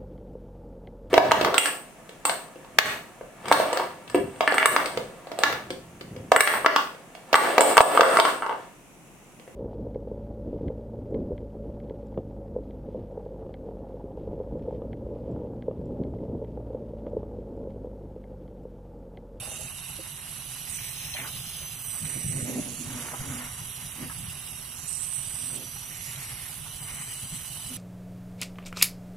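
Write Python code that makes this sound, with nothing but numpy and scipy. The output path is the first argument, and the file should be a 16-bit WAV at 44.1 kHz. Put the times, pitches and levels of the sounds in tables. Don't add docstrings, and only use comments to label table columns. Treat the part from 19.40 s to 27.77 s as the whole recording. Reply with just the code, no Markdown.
import sys
import numpy as np
from scipy import signal
from scipy.fft import rfft, irfft, next_fast_len
from scipy.io import wavfile
from scipy.ndimage import uniform_filter1d

SR = 44100
rng = np.random.default_rng(int(sys.argv[2]) if len(sys.argv) > 2 else 0)


def volts_from_decibels(level):
    exponent = np.asarray(level, float) / 20
    return 10 ** exponent


def generate_wav(sig):
    pcm = np.round(np.clip(np.atleast_2d(sig).T, -1, 1) * 32767).astype(np.int16)
    wavfile.write(sys.argv[1], SR, pcm)


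N = 369116
T = np.arange(N) / SR
FAST = next_fast_len(N)
HZ = np.arange(FAST // 2 + 1) * SR / FAST
WIN = dict(fs=SR, nperseg=512, noverlap=384)
LEFT_RIGHT = np.array([[1], [-1]])


def columns(table):
    s, *cols = np.transpose(table)
    return [np.interp(T, s, c) for c in cols]


def on_log(hz, table):
    points = np.array(table)
    return np.interp(np.log(hz + 1), np.log(points[:, 0]), points[:, 1])


def unit(x):
    return x / np.sqrt(np.mean(x ** 2))


def walk(rate, count=1):
    k = int(SR / rate)
    held = np.repeat(rng.standard_normal((count, N // k + 1)), k, axis=1)[:, :N]
    return unit(uniform_filter1d(held, k, axis=1))


def shape(x, table, lo_hz, hi_hz):
    spec = rfft(x, FAST) * volts_from_decibels(on_log(HZ, table))
    inside = spec[..., (HZ > lo_hz) & (HZ < hi_hz)]
    return irfft(spec, FAST)[..., :N] / np.sqrt(2 * np.sum(abs(inside) ** 2) / x.size / FAST)


def ring(x, modes):
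    out = 0
    for hz, width_hz, db in modes:
        out = out + volts_from_decibels(db) * signal.lfilter(*signal.iirpeak(hz, hz / width_hz, SR), x)
    return out


def swells(events, rest_db, count=1):
    attack_s, release_s, swell = 0.025, 0.032, 0.34
    power = volts_from_decibels(rest_db) ** 2
    for start, length, *db in events:
        rise = (T - start) / (attack_s + swell * length) + .5
        fall = (start + length - T) / (release_s + swell * length) + 0.73
        gate = np.clip(np.minimum(rise, fall), 0, 1)
        power = power + (gate * volts_from_decibels(sum(db[:count]))) ** 2
    return 10 * np.log10(power)


def window(s, start, length, fade_s):
    return np.clip(np.minimum(s - start, start + length - s) / fade_s + .5, 0, 1)


def bumps(events, t60_s, rise_s=0.0032):
    out, t = np.zeros(N + 9000), np.arange(9000) / SR
    for start, db, hz in events:
        modes = sum(np.sin(2 * np.pi * (hz * ratio * t)) for ratio in (.8, 1, 1.27))
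        envelope = (1 - np.exp(-t / rise_s)) * 1000 ** (-t / t60_s)
        out[int(start * SR):][:9000] += volts_from_decibels(db - 4.5) * modes * envelope
    return out[:N]


# frequency_hz, left_minus_right_db
PORT_BALANCE = [(60, 0), (200, -0.5), (700, .5), (2400, -0.5), (4400, -1), (6500, -2.5), (8100, -8.5),
                (10500, -16), (12500, -1.5), (15000, -5)]
# frequency_hz, shared_power_0_to_1
PORT_LIKENESS = [(40, .9), (70, .96), (130, .94), (290, .66), (640, .84), (1400, .62), (3100, .58),
                 (6800, .25), (15000, .5)]


def ports(direct, lag_s):
    share = np.clip(on_log(HZ, PORT_LIKENESS), 0, 1)
    first, left, right = rfft(direct, FAST)
    shared = np.sqrt(share) * first * np.exp(1j * np.pi * HZ * lag_s * LEFT_RIGHT)
    both = shared + np.sqrt(1 - share) * np.array([left, right])
    return irfft(both * volts_from_decibels(LEFT_RIGHT * on_log(HZ, PORT_BALANCE) / 2), FAST)[:, :N]


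# time_s, gear_mesh_hz
SPEED = [(0, 2758), (.65, 2852), (1.24, 2940), (1.55, 3093), (1.8, 3094), (2.17, 3099), (2.63, 2972),
         (2.98, 2921), (3.24, 2758), (3.54, 2815), (4.59, 2876), (4.75, 2797), (5.11, 2814), (6.05, 2974),
         (6.65, 2898), (7.08, 2900), (7.41, 2990), (8.37, 2998)]


def motor_speed():
    return columns(SPEED)[0]


# start_s, length_s, gain_db
LIFTS = [
    (1.3, 0.89, 11.5),
]


def free_running():
    return swells(LIFTS, 0)


# multiple_of_mesh, wander_hz, left_db, right_db
WHINE = [(1, 95, -4.5, -2.5), (1.34, 79.8, -11.5, -7.5), (1.6, 30.1, -15.5, -13), (2, 21.1, -2.5, -1),
         (2.2, 40, -17, -11.5), (2.36, 40, -21, -12), (2.6, 35, -12, -10.5), (3, 23.2, -6, 1),
         (3.056, 26.8, -25, -6), (3.331, 30.2, -14, -8), (3.598, 31.8, -5, -2), (3.929, 41, -13, 2),
         (4, 33.2, -9, 9), (4.6, 70, -16, -9), (5, 35, -17, -6)]
# time_s, third_tone_db, second_tone_left_minus_right_db
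FACING = [
    (0, 0, 5),
    (1.2, 0, -7),
    (2.4, -2, -0.5),
    (3.3, -10, -1),
    (5.3, 2.5, -3),
    (6.3, -1, -4.5),
    (7.3, 1, 2),
    (8.37, 0, 13),
]


def whine(mesh_hz, body_db, low_db, high_db, free_db):
    third_db, turn_db = columns(FACING)
    hunt = .0006
    turns = np.cumsum(mesh_hz * (1 + hunt * walk(18)[0])) / SR
    skew = LEFT_RIGHT * (-.015 + .02 * walk(1.5))
    out = 0
    for multiple, wander_hz, left_db, right_db in WHINE:
        casing = multiple < 1.5
        wobble = np.cumsum(walk(260 if casing else 80)[0]) * wander_hz / SR
        tone = np.sin(2 * np.pi * (multiple * turns + wobble + rng.random() + multiple * skew))
        level_db = np.array([[left_db], [right_db]]) + 1.2 * walk(12, count=2) + 1.8 * walk(70)
        if casing:
            level_db = level_db + body_db + 3 * walk(400)
        elif multiple <= 1.5:
            level_db = level_db + body_db
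        elif multiple <= 2.5:
            level_db = level_db + low_db
        else:
            level_db = level_db + high_db
        if multiple > 4.9:
            level_db = level_db + .6 * free_db
        if round(multiple, 1) == 3:
            level_db = level_db + third_db
        if round(multiple, 1) == 2:
            level_db = level_db + .5 * LEFT_RIGHT * turn_db
        out = out + tone * volts_from_decibels(level_db)
    return out


# frequency_hz, width_hz, level_db
HOUSING = [(8070, 350, 0), (8890, 290, -2), (9447, 130, 4.5), (10350, 200, -3)]
# frequency_hz, density_db_per_hz
HISS = [(2000, -20.5), (2500, -3), (2850, 2), (3400, -1.5), (4000, -1.5), (5200, -2), (5900, -1),
        (6900, -3), (8000, -4), (9100, -3.5), (10000, -1), (11300, 2), (12600, -3.5), (15500, -1)]
# multiple_of_mesh, width_in_multiples,
# left_db, right_db
FAN_DIPS = [(3.11, 0.11, -2, 0.5), (3.8, 0.059, 2, -6.5), (4.17, 0.08, -13, -2.5), (4.4, 0.064, 3, 4)]


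def hiss(mesh_hz, hiss_db, free_db, air_db):
    noise = rng.standard_normal((3, N)) * volts_from_decibels(0.82 * walk(45))
    noise = ports(shape(noise + ring(noise, HOUSING), HISS, 9540, 11840), lag_s=0)
    hz, s, spec = signal.stft(noise, **WIN)
    at = np.minimum((s * SR).astype(int), N - 1)
    mesh, free = mesh_hz[at], free_db[at]

    def bell(multiple, width):
        return np.exp(-((hz[:, None] / mesh - multiple) / width) ** 2)

    low = 1 / (1 + (hz[:, None] / 5500) ** 24)
    top = 1 / (1 + (4.37 * mesh / (hz[:, None] + 1)) ** 60)
    arch = bell(4.7, 0.13) * 0.66
    dips_db = sum(np.array(db)[:, None, None] * bell(multiple, width) for multiple, width, *db in FAN_DIPS)
    fall_db = np.array([-3.5, -7.5])[:, None, None]
    tilt_db = (low * 0.38 + top * 0.21 + arch) * free + top * (fall_db + air_db[at]) + dips_db
    opposed_band = np.exp(-((hz - 4520) / 360) ** 4)
    opposed_share = (.35 + .072 * free) * (1 - abs(.2 * walk(12)[0][at]))
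    opposed = np.clip(np.outer(opposed_band, opposed_share), 0, 1)
    spec[1] = np.sqrt(1 - opposed ** 2) * spec[1] - opposed * spec[0]
    flicker = walk(14, count=17)[:, at][(hz // 1400).astype(int)]
    return signal.istft(spec * volts_from_decibels(tilt_db + 0.75 * flicker), **WIN)[1][:, :N] * volts_from_decibels(hiss_db)


# time_s, motor_db, gearbox_toward_phone_db, fan_toward_phone_db, casing_hum_db, cooling_air_db
GRIP = [(0, -45.5, -7, 7.5, 9, -4), (.8, -46.5, -1.5, 1.5, 2.5, -1), (1.2, -45, 0, 4, 6.5, -2),
        (1.35, -46.5, 1.5, 7, -5, -1), (2.2, -45.5, 7.5, 1, 4.5, 1), (2.45, -46.5, 7.5, 9.5, 3, 2),
        (2.95, -45, 8, 4.5, 4, -1), (3.25, -46, 1.5, 9, 1.5, 0), (3.6, -44.5, 4.5, 2, 1.5, -0.5),
        (4.5, -45.5, 0, 1.5, 1, 0.5), (5.0, -46, -3.5, 7.5, 6.5, 1), (5.45, -47, 4, 4, 1.5, 2),
        (6.1, -44.5, 6.5, 2, -5, 2), (6.35, -46, 7, 6, -2, 1), (6.9, -45, 3.5, 3, 2, 2),
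        (7.1, -45, -7, 5, -4, 2), (7.45, -47, 5, -5, 6.5, 2), (8.37, -45.5, 0.5, 2, 7, 3)]


def motor(mesh_hz):
    hiss_db, gear_db, fan_db, body_db, air_db = columns(GRIP)
    free_db = free_running()
    tones = whine(mesh_hz, body_db - 53.5, gear_db - 52.5, fan_db - 56.5, free_db)
    return hiss(mesh_hz, hiss_db, free_db, air_db) + tones


# frequency_hz, width_hz, level_db
FORMWORK = [(119, 83, -4), (255, 83, 0), (310.5, 50, -3), (380, 152, -5), (514, 240, -8)]
# start_s, length_s, ring_db, knock_re_ring_db
TOUCHES = [(0, 0.24, -56.5, 0.5), (1.77, 0.095, -51.5, -2), (2.6, 0.7, -54.5, -1), (2.75, 0.028, -50, 2),
           (2.93, 0.16, -42, -3), (3.07, 0.13, -36, -4), (3.24, .11, -41, -11), (3.4, 0.19, -41.5, -12),
           (3.58, 0.2, -53, 4.5), (3.8, 0.23, -44.5, -9.5), (4.57, 0.098, -44.5, -7.5),
           (5.95, 0.18, -55.5, -11), (6.11, 0.13, -50.5, 0.5), (8.3, 0.094, -47.5, -9)]


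def boards(mesh_hz):
    ring_db = swells(TOUCHES, -64)
    knock_db = swells(TOUCHES, -65, count=2)
    spin_hz = .0435 * mesh_hz * (1 + .02 * walk(30)[0])
    turn = np.cumsum(spin_hz) / SR
    blows = unit(np.diff(np.floor(turn), prepend=0) * volts_from_decibels(1.8 * rng.standard_normal(N)))
    rattle = rng.standard_normal((3, N)) * volts_from_decibels(1.9 * walk(50))

    def twice(x, modes):
        return unit(ring(ring(x, modes), modes))

    ringing = twice(blows + 2.0 * rattle, FORMWORK[1:2]) * volts_from_decibels(ring_db)
    knock = twice(.5 * blows + rattle, FORMWORK[2:]) * volts_from_decibels(knock_db)
    hum = twice(blows, FORMWORK[:1]) * volts_from_decibels(ring_db - 37)
    return ringing + knock + hum


# frequency_hz, density_db_per_hz
SLURRY = [(500, -10.5), (700, -4), (1050, 1), (1600, -1), (2100, -22.5)]
# frequency_hz, density_db_per_hz
RASP = [(1400, -46), (1800, 0.5), (2100, 4), (2500, 1), (2900, -18)]
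# start_s, length_s, slurry_db, rasp_re_slurry_db
CHURNS = [(0, 0.16, -55, -4), (1.3, 0.22, -69, 18.5), (1.6, 0.17, -62, 11), (1.76, 0.058, -52.5, 12.5),
          (1.83, 0.057, -46, -6), (2.55, 0.024, -49, -8), (2.62, 0.57, -63.5, 14.5), (2.99, 0.018, -52, -2),
          (3.5, 0.26, -49, -1.5), (3.71, 0.059, -48, -9), (3.78, 0.07, -50, -1), (3.88, 0.19, -47.5, 0.5),
          (4.1, 0.56, -59.5, 2), (4.6, 0.06, -50, 1), (4.7, 0.015, -48, -10), (6.5, 0.24, -73, 23),
          (6.75, 0.32, -59, 8), (7.25, 0.026, -56, -12), (7.45, 0.21, -54.5, 5), (7.65, 0.086, -66, 15),
          (7.88, 0.14, -66.5, 11)]


def churn():
    grains = rng.standard_normal((3, N)) * volts_from_decibels(1.55 * walk(70))
    slurry = shape(grains, SLURRY, 830, 1790) * volts_from_decibels(swells(CHURNS, -56))
    rasp = shape(grains, RASP, 1400, 2900) * volts_from_decibels(swells(CHURNS, -57, count=2))
    return slurry + rasp


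# frequency_hz, density_db_per_hz
RUMBLE = [(50, -16.5), (95, -13.5), (130, 0.5), (158, -2.5), (185, -12), (300, -23), (600, -63)]
# frequency_hz, density_db_per_hz
SITE = [(12, -52), (20, -7), (133, 1.5), (151, -2.5), (330, -26.5), (393, -17), (468, -30), (644, -18.5),
        (900, -20), (1170, -64), (1980, -120)]
# start_s, length_s, level_db
THUMPS = [(1.62, 0.073, -47), (1.94, 0.0093, -35), (2.09, 0.02, -43), (2.61, 0.076, -39.5),
          (2.74, 0.034, -34), (2.83, 0.11, -36), (2.95, 0.083, -34), (3.17, 0.034, -37), (3.25, 0.42, -46),
          (3.8, 0.034, -34), (3.88, 0.055, -38), (3.98, 0.12, -47.5), (4.2, 0.07, -40), (4.62, 0.059, -45),
          (4.75, 0.069, -40.5), (6.2, 0.071, -50), (7.19, 0.052, -39.5), (7.5, 0.15, -48),
          (7.82, 0.029, -36.5), (7.91, 0.073, -37.5)]


def rumble():
    throb_hz, throb_db = 12.1, 3.0
    throb = throb_db * np.cos(2 * np.pi * throb_hz * T) + 1.2 * walk(25)
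    thump = shape(rng.standard_normal((3, N)) * volts_from_decibels(throb), RUMBLE, 59, 248)
    murk = shape(rng.standard_normal((3, N)) * volts_from_decibels(throb), SITE, 15, 100.3)
    return thump * volts_from_decibels(swells(THUMPS, -49) - 3.0) + murk * volts_from_decibels(-53.5)


# start_s, peak_db, pitch_hz
BUMPS = [(.022, -36, 610), (.071, -37.5, 644), (.111, -37, 633), (.135, -40, 607), (.189, -36, 490),
         (.207, -38.5, 664), (.587, -30, 413), (2.21, -42, 451), (1.745, -35, 755), (1.785, -33, 833),
         (1.83, -45, 876), (2.761, -29, 316), (2.953, -32, 244), (2.997, -38, 170), (3.027, -19, 158),
         (3.08, -25, 244), (3.12, -33, 233), (3.148, -32, 239.5), (3.175, -20, 294), (3.18, -33, 496),
         (3.195, -21.5, 211), (3.728, -36, 618.2), (4.625, -29, 293), (6.179, -36, 282)]


def boot_bumps():
    return bumps(BUMPS, t60_s=0.086)


# start_s, peak_db, pitch_hz
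PLOPS = [(.5, -39.5, 1056), (1.735, -24, 3220), (1.845, -34, 1480), (1.68, -41, 1100), (1.865, -42, 1480),
         (3.0, -52, 1100), (3.735, -25, 990), (4.696, -28.5, 1304), (4.697, -45, 870), (4.712, -37, 1250),
         (6.36, -41, 1040), (6.71, -44, 1107), (7.01, -47, 1093), (7.09, -45, 1050), (7.26, -42, 1137),
         (7.42, -38, 960), (7.52, -51, 1094), (7.62, -56, 1086), (8.19, -44, 900)]


def plops():
    return bumps(PLOPS, t60_s=0.065)


# start_s, peak_db, pitch_hz
TICKS = [(1.3543, -34, 2400), (1.6731, -35, 2400), (1.7666, -17, 2360), (1.7764, -30, 2330),
         (1.785, -24, 2180), (1.7984, -22, 2630), (1.8174, -27, 2020), (1.838, -22, 2470),
         (1.8624, -26, 1610), (2.7192, -32, 2000), (1.2767, -27, 2460), (1.3869, -24, 2400),
         (1.4433, -32, 3000), (1.4662, -31, 3060), (2.6533, -24, 3020), (2.9316, -38.5, 1958),
         (2.9616, -40, 1970), (3.0025, -39, 1930), (3.624, -26, 2040), (3.652, -35, 1080),
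         (3.685, -22, 1400), (3.805, -30, 1060), (3.843, -35, 1150), (3.8876, -27, 1880),
         (3.937, -26, 1560), (3.969, -31, 1280), (3.987, -35, 1454), (4.042, -31, 1820),
         (6.6079, -28, 2710), (6.759, -23, 3120), (7.513, -35, 1980)]


def stone_ticks():
    return volts_from_decibels(-1) * bumps(TICKS, t60_s=0.011, rise_s=0.00037)


# start_s, peak_db, pitch_hz
THUDS = [(2.618, -24.5, 152), (2.66, -38, 124), (2.76, -28, 160), (2.844, -21, 128), (2.862, -21, 140),
         (2.882, -27, 140), (2.927, -28, 129), (3.398, -29.5, 258), (3.805, -38, 129.6), (3.887, -30, 120),
         (3.91, -35, 200), (4.423, -31, 140), (4.535, -39, 140.2), (4.578, -35, 233), (4.6, -35, 249.8),
         (4.635, -31, 119), (4.66, -40, 240), (4.797, -32, 102), (4.83, -28, 150.6), (4.881, -24.5, 118)]


def thuds():
    return bumps(THUDS, t60_s=0.13, rise_s=0.0073)


def scene():
    mesh_hz = motor_speed()
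    hits = boot_bumps() + plops() + stone_ticks() + thuds()
    echoed = np.array([hits, np.roll(hits, 60), np.roll(hits, 150)])
    return motor(mesh_hz) + ports(echoed + boards(mesh_hz) + churn() + rumble(), lag_s=0.000089)


# start_s, length_s, centre_hz, left_db, right_db
SHADOWS = [(0, 1.4, 8950, -8, -1), (0, 1.2, 6850, -6, -2), (0, 1.25, 5350, -5, -4),
           (.1, 1.4, 12900, -2, -5), (0, 1.2, 14500, -3, -2), (.2, 1, 3850, 3, 0), (1.25, .5, 2500, 3, 2),
           (1.4, .6, 4000, 4, 0), (1.5, 1.2, 11200, -5, 0), (2.3, .7, 12900, -3, -5),
           (3, 2.7, 12000, -10, 0), (3, 1.9, 5300, -6, -6), (3.5, 1.7, 4350, -4, -4),
           (3.75, .5, 2450, -4, -4), (6.9, 1.4, 5250, -2, -2), (3.05, 2.35, 8750, -10, 0),
           (3.2, 2.2, 12900, 2, 5), (3.3, .8, 7900, -6, 0), (4, 1.3, 7000, 0, -4), (4.8, 1.9, 6800, -7, -1),
           (4.8, .8, 7750, -6, 0), (5.8, .5, 9800, -8, 0), (6.3, 1, 12200, -5, 2), (6.3, 2, 10900, -5, 0)]


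def shadows_db(hz, s):
    gain_db = np.zeros((2, len(hz), len(s)))
    for start, length, centre_hz, *db in SHADOWS:
        band = np.exp(-((hz - centre_hz) / 220) ** 2)
        gain_db += np.array(db)[:, None, None] * np.outer(band, window(s, start, length, .12))
    return gain_db


# frequency_hz, threshold_db
FAINT_LIMIT = [(1500, -20), (2600, -6.5), (3600, -4.5), (4600, -1), (5400, -2), (7000, -2.5), (8500, -7),
               (11000, -7), (12400, -5), (13500, -1), (15500, -1)]


def thin_out(x):
    frame, dip_at = 1024, 790
    treble = irfft(rfft(x, FAST) / (1 + (6500 / (HZ + 1)) ** 4), FAST)[:, :N]
    place = np.arange(N) % frame - dip_at
    flutter_db = -1.1 * np.cos(8 * np.pi * place / frame) - 10.5 * np.exp(-(place / 55) ** 2)
    long = dict(fs=SR, window="cosine", nperseg=2 * frame, noverlap=frame)
    hz, s, spec = signal.stft(x + treble * (volts_from_decibels(flutter_db) - 1), **long)
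    spec = spec * volts_from_decibels(shadows_db(hz, s))
    bands = (abs(spec[:, :frame]) ** 2).reshape(2, frame // 8, 8, -1).mean(axis=2)
    near = uniform_filter1d(uniform_filter1d(bands, size=13, axis=1), size=3, axis=2)
    mask = near ** .6 * near.mean(axis=0) ** .4
    drift_db = 5 * uniform_filter1d(rng.standard_normal(bands.shape[1:]), size=2)
    heard = bands > mask * volts_from_decibels(on_log(hz[4:frame:8], FAINT_LIMIT)[:, None] + drift_db) ** 2
    spec[:, :frame] *= np.repeat(heard, 8, axis=1) * (hz[:frame, None] < 15480)
    return signal.istft(spec, **long)[1][:, :N]


# start_s, length_s, left_db, right_db
MIDDLE_SLIPS = [
    (.1, 0.18, 3, 7.5),
    (1.29, 0.094, 7, 6.5),
    (2.98, 0.27, 7, 5.5),
    (3.278, 0.16, 0, 7.5),
    (3.396, 0.66, 4, 5),
    (4.02, 0.35, 6, -3),
    (5.361, 0.307, -2, 10),
    (6.55, 0.3, 3, 8),
    (6.712, 0.31, 1.5, -6),
]
BOTTOM_SLIPS = [
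    (1.33, 0.18, 8.5, 2.8),
    (1.56, 0.22, 8, 4.2),
    (2.05, 0.24, 3, 2.8),
    (5.38, 0.22, -2, 2.9),
]
HIGH_SLIPS = [
    (1.29, 0.086, 2, 12.5),
    (1.43, 0.1, 2, 6.5),
    (2.33, 0.12, 9, 2),
    (2.451, 0.6, 10.1, 11),
    (5.472, .7, 3.5, 14),
    (5.82, 0.33, 8, -3),
    (6.82, 0.1, 11.2, 0),
    (7.4, 0.58, 11.5, 0.5),
    (7.4, 0.91, 2, 4),
    (8.161, 0.14, 9.5, -1.5),
]


def slip(x):
    hz, s, spec = signal.stft(x, **WIN)
    gain_db = np.zeros(spec.shape)
    for lo_hz, hi_hz, slips in ((5320, 6230, BOTTOM_SLIPS), (6010, 7720, MIDDLE_SLIPS), (7710, 9430, HIGH_SLIPS)):
        band = np.clip(np.minimum(hz - lo_hz, hi_hz - hz) / 90 + .5, 0, 1)
        for start, length, *db in slips:
            gain_db += np.array(db)[:, None, None] * np.outer(band, window(s, start, length, 0.02))
    return signal.istft(spec * volts_from_decibels(gain_db), **WIN)[1][:, :N]


def top_cut(x):
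    return signal.sosfilt(signal.butter(12, 16640, fs=SR, output="sos"), x)


def record(dry):
    mix = slip(thin_out(dry))
    return top_cut(mix)


dry = scene()
out = record(dry)
generate_wav(out)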